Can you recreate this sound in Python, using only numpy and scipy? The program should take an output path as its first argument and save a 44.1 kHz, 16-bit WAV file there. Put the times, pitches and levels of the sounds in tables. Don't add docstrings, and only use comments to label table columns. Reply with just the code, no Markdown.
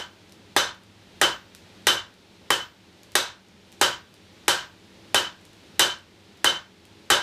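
import sys
import numpy as np
from scipy import signal
from scipy.fft import rfft, irfft, next_fast_len
from scipy.io import wavfile
from scipy.ndimage import uniform_filter1d

SR = 44100
rng = np.random.default_rng(int(sys.argv[2]) if len(sys.argv) > 2 else 0)


def transcribe(signal):
    frames = np.atleast_2d(signal).T
    limited = np.clip(frames, -1, 1)
    pcm = np.round(limited * 32767).astype(np.int16)
    wavfile.write(sys.argv[1], SR, pcm)


N = 318402
LEAD = SR // 4
AGE = np.arange(int(.6 * SR)) / SR

# t/s, level/dB
FIRE_DRIFT = [(.3, -1), (1.65, 2), (2.3, 0), (3.6, -.5), (4.9, 1.9), (5.6, 2), (6.2, 0), (7.1, 0)]
# f/Hz, level/dB
BLOWER_HUM = [(102, -66), (190, -68), (333, -68), (409, -73)]
# f/Hz, level/dB
FIRE_TONE = [(15, -56), (25, -17.5), (64, -9), (90, 3.5), (125, -7), (191, 2.5), (243, -2.5), (404, -5.5),
             (475, -9.5), (529, -9.5), (709, -17), (811, -15.5), (1120, -22.5), (3830, -21), (15000, -46)]
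TICK_TONE = [(100, -22), (1000, -9), (3500, 0), (7000, -1), (12000, -7), (15000, -15)]
ECHO_TONE = [(30, -26), (90, -11.5), (200, -12), (330, -7.5), (520, 0), (680, -5), (900, -1), (1600, 2),
             (2350, -7.5), (3100, -1), (5000, -5), (8000, -7), (10500, -14), (15000, -23)]
CRACK_TONE = [(30, -44), (170, -29.5), (400, -11.5), (1000, 6), (1600, 2), (2400, 3), (3200, 2), (4800, -4),
              (8300, -0.5), (11500, -8.5), (12500, -14.5), (15000, -10)]
# f/Hz, t60/s
ROOM_DECAY = [(80, 0.51), (300, 0.19), (700, 0.3), (1500, .29), (3000, 0.27), (6000, 0.24), (10000, 0.18),
              (15000, 0.18)]
# t/s, level/dB
TICK_CUES = [(.3223, -45), (.8352, -51), (1.5491, -36.5), (3.0326, -45), (3.119, -44), (3.7256, -45.5),
             (4.1407, -47), (5.452, -44), (6.853, -47)]
# f/Hz, level/dB, t60/s
THUD_MODES = [(100.1, -36, 0.18), (290.7, -9, 0.023), (409, -2.5, 0.02), (504, -7.5, 0.027),
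              (824, -9, 0.048), (1270, -6, 0.016), (1585, 1, 0.012), (1907, -5, 0.038)]
# f/Hz, level/dB, t60/s
CLANK_MODES = [(336, -21.5, .22), (370, -17.5, .2), (559, -24, .22), (596, -21.5, .24), (809, -21.5, .24),
               (968, -19.5, .26), (1275, -22, .26), (1503, -21, .32), (1578, -16, .28), (1801, -23, .25),
               (2101, -22, .2)]
ANVIL_MODES = [(2841, -19, .21), (2975, -21.5, .19), (3015, -14, .22), (3060, -9.5, .23), (3120, -22, .19)]
BAR_MODES = [(3494, -25, .2), (3589, -19, .24), (3907, -17.5, .21), (4230, -25, .22), (5265, -27.5, .22),
             (6050, -23, .2), (11468, -28, .14)]
HAMMER_MODES = [(14000, -49, .5)]
# t/s, force/dB, brightness/dB, anvil ring/dB, bar ring/dB
BLOW_CUES = [(-0.088,-9.5,-1,4,-3), (0.564,-1.1,-2.5,-3,7.5), (1.214,-1.5,-4,3.5,-5), (1.869,-1.5,0,7.5,7),
             (2.5038,-5,-1.5,4.5,-26), (3.1533,-3.5,2,-10,9), (3.8129,-1,-1,2.5,-3.5), (4.4808,-0.3,1,1,-1),
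             (5.1446,-2.5,-1,6.5,3), (5.794,-1.5,1.9,5.5,6.5), (6.444,-2.2,-2.5,8,4),
             (7.102,-0.7,-2.5,2,2.5)]


def amp(db):
    return 10 ** (np.asarray(db) / 20)


def unit_rms(x):
    return x / np.sqrt(np.mean(abs(x) ** 2) + 1e-20)


def curve_at(points, hz):
    f, value = np.transpose(points)
    return np.interp(np.log(hz + 1), np.log(f + 1), value)


def place(track, s, sound):
    part = track[round(s * SR) + LEAD:][:len(sound)]
    part += sound[:len(part)]


def coloured(noise, tone, bright_db=0):
    hz = np.fft.rfftfreq(len(noise), 1 / SR)
    shaped = unit_rms(irfft(rfft(noise) * amp(curve_at(tone, hz)), len(noise)))
    shelf = amp(bright_db * hz ** 2 / (hz ** 2 + 3500 ** 2))
    return irfft(rfft(shaped) * shelf, len(noise))


def waver(size, width_hz):
    hz = np.fft.fftfreq(size, 1 / SR)
    noise = rng.standard_normal(size) + 1j * rng.standard_normal(size)
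    return unit_rms(np.fft.ifft(np.fft.fft(noise) * np.exp(-(hz / width_hz) ** 2)))


def forge():
    t = np.arange(-LEAD, N) / SR
    padded = next_fast_len(len(t))
    rush_db = -55 + np.interp(t, *np.transpose(FIRE_DRIFT))
    rush = amp(rush_db) * coloured(rng.standard_normal(padded), FIRE_TONE)[:len(t)]
    rumble = signal.sosfiltfilt(signal.butter(2, 700, fs=SR, output="sos"), rush)
    hiss = rush - rumble
    hum = np.zeros(len(t))
    for hz, db in BLOWER_HUM:
        wobble = 1 + waver(padded, width_hz=4.1)[:len(t)]
        hum += amp(db) * (wobble * np.exp(2j * np.pi * hz * t)).real
    return amp(-3) * rumble + amp(5.5) * hiss + hum


def room_tail(noise, build_s):
    hz, t, bands = signal.stft(noise, SR, nperseg=256)
    decay = amp(-60 * t / curve_at(ROOM_DECAY, hz)[:, None])
    tail = signal.istft(bands * decay, SR, nperseg=256)[1][:len(AGE)]
    return tail * (1 - np.exp(-(AGE / build_s) ** 2))


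def burst(rise_s, length_s):
    return (1 - np.exp(-AGE / rise_s)) * np.exp(-(AGE / length_s) ** 2)


def ticks():
    out = np.zeros(LEAD + N)
    faint = rng.uniform((0, -57), (N / SR, -49), (14, 2))
    for s, db in [*TICK_CUES, *faint]:
        contact, echo = rng.standard_normal((2, len(AGE)))
        snap = coloured(contact, TICK_TONE) * burst(rise_s=.0002, length_s=.0018)
        tail = amp(-15) * room_tail(coloured(echo, TICK_TONE), build_s=.004)
        place(out, s, amp(db) * (snap + tail))
    return out


def overtones(level_db, droop_db, count):
    hz = np.linspace(2300, 13500, count) + 200 * rng.uniform(-1, 1, count)
    scatter, phase = rng.standard_normal((count, 2)).T
    db = level_db - droop_db * np.log2(hz / hz[0]) ** 2 + 2 * scatter
    t = AGE[:, None]
    decay = amp(db - 60 * t / curve_at(ROOM_DECAY, hz))
    return (decay * np.sin(2 * np.pi * (hz * t + phase))).sum(1)


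def thud(push_s):
    swings = sum((-1) ** k * amp(db - 60 * AGE / t60) * np.sin(2 * np.pi * hz * AGE)
                 for k, (hz, db, t60) in enumerate(THUD_MODES))
    return swings * (1 - np.exp(-AGE / push_s))


def ring(modes, blow_db, swell_s, flutter, scatter_db, twin=0, beat_hz=0):
    out = np.zeros((len(blow_db), len(AGE)))
    swell = 1 - np.exp(-AGE / swell_s)
    beat = 1 - twin * np.exp(2j * np.pi * beat_hz * AGE)
    for hz, db, t60 in modes:
        smooth = amp(-60 * AGE / t60) * swell * beat
        shared_paths = waver(len(AGE), width_hz=35)
        own_paths = np.array([waver(len(AGE), width_hz=57) for _ in blow_db])
        envelope = smooth * (1 + flutter * (shared_paths + own_paths))
        envelope *= np.linalg.norm(smooth) / np.linalg.norm(envelope, axis=1, keepdims=True)
        scatter, phase = rng.standard_normal((len(blow_db), 2)).T[:, :, None]
        gain = amp(db + blow_db[:, None] + scatter_db * scatter)
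        out += gain * (envelope * np.exp(2j * np.pi * (hz * AGE + phase))).real
    return out


def hammering():
    out = np.zeros(LEAD + N)
    times, force_db, bright_db, anvil_db, bar_db = np.transpose(BLOW_CUES)
    head_db = 3.5 - 5 * amp(bar_db)
    clank = ring(CLANK_MODES, np.zeros(len(times)), swell_s=.00088, flutter=.72, scatter_db=.5)
    anvil = ring(ANVIL_MODES, anvil_db, swell_s=.016, flutter=.43, scatter_db=.7, twin=.6, beat_hz=12)
    bar = ring(BAR_MODES, bar_db, swell_s=.0031, flutter=.84, scatter_db=1)
    head = ring(HAMMER_MODES, head_db, swell_s=.001, flutter=.1, scatter_db=1)
    steel = clank + anvil + bar + head
    walls = rng.standard_normal(len(AGE))
    for s, force, bright, ringing in zip(times, force_db, bright_db, steel):
        contact, scatter = rng.standard_normal((2, len(AGE)))
        crack = coloured(contact, CRACK_TONE, bright) * burst(rise_s=.0019, length_s=.0043)
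        shimmer = amp(bright) * overtones(level_db=-23, droop_db=1.7, count=30)
        echo = coloured(walls + .6 * scatter, ECHO_TONE, bright)
        room = amp(-5.5) * room_tail(echo, build_s=.0057)
        attack = amp(.094 * force) * (thud(push_s=.0025) + crack)
        tail = amp(force) * (ringing + shimmer + room)
        place(out, s, attack + tail)
    return out


def scene():
    return (hammering() + ticks() + forge())[None, LEAD:]


def limiter(x, threshold_db, release_db_per_s, attack_s, share=1):
    power_db = 10 * np.log10(abs(uniform_filter1d(x ** 2, size=128)) + 1e-12)
    wanted_db = share * np.maximum(power_db - threshold_db, 0)
    release_db = np.arange(len(x)) * release_db_per_s / SR
    duck_db = np.maximum.accumulate(wanted_db + release_db) - release_db
    lag = np.exp(-1 / (attack_s * SR))
    return x / amp(signal.lfilter([1 - lag], [1, -lag], duck_db))


def record(dry):
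    makeup_db, ceiling, high_cut_hz = 3, .72, 15280
    ducked = limiter(dry[0], threshold_db=-46.5, release_db_per_s=9, attack_s=.0017, share=.13)
    limited = limiter(amp(makeup_db) * ducked, threshold_db=-12, release_db_per_s=55, attack_s=.001)
    clipped = ceiling * np.tanh(limited / ceiling)
    high_cut = signal.firwin(511, high_cut_hz, window=("kaiser", 9), fs=SR)
    return signal.oaconvolve(clipped, high_cut, "same")[None]


dry = scene()
out = record(dry)
transcribe(out)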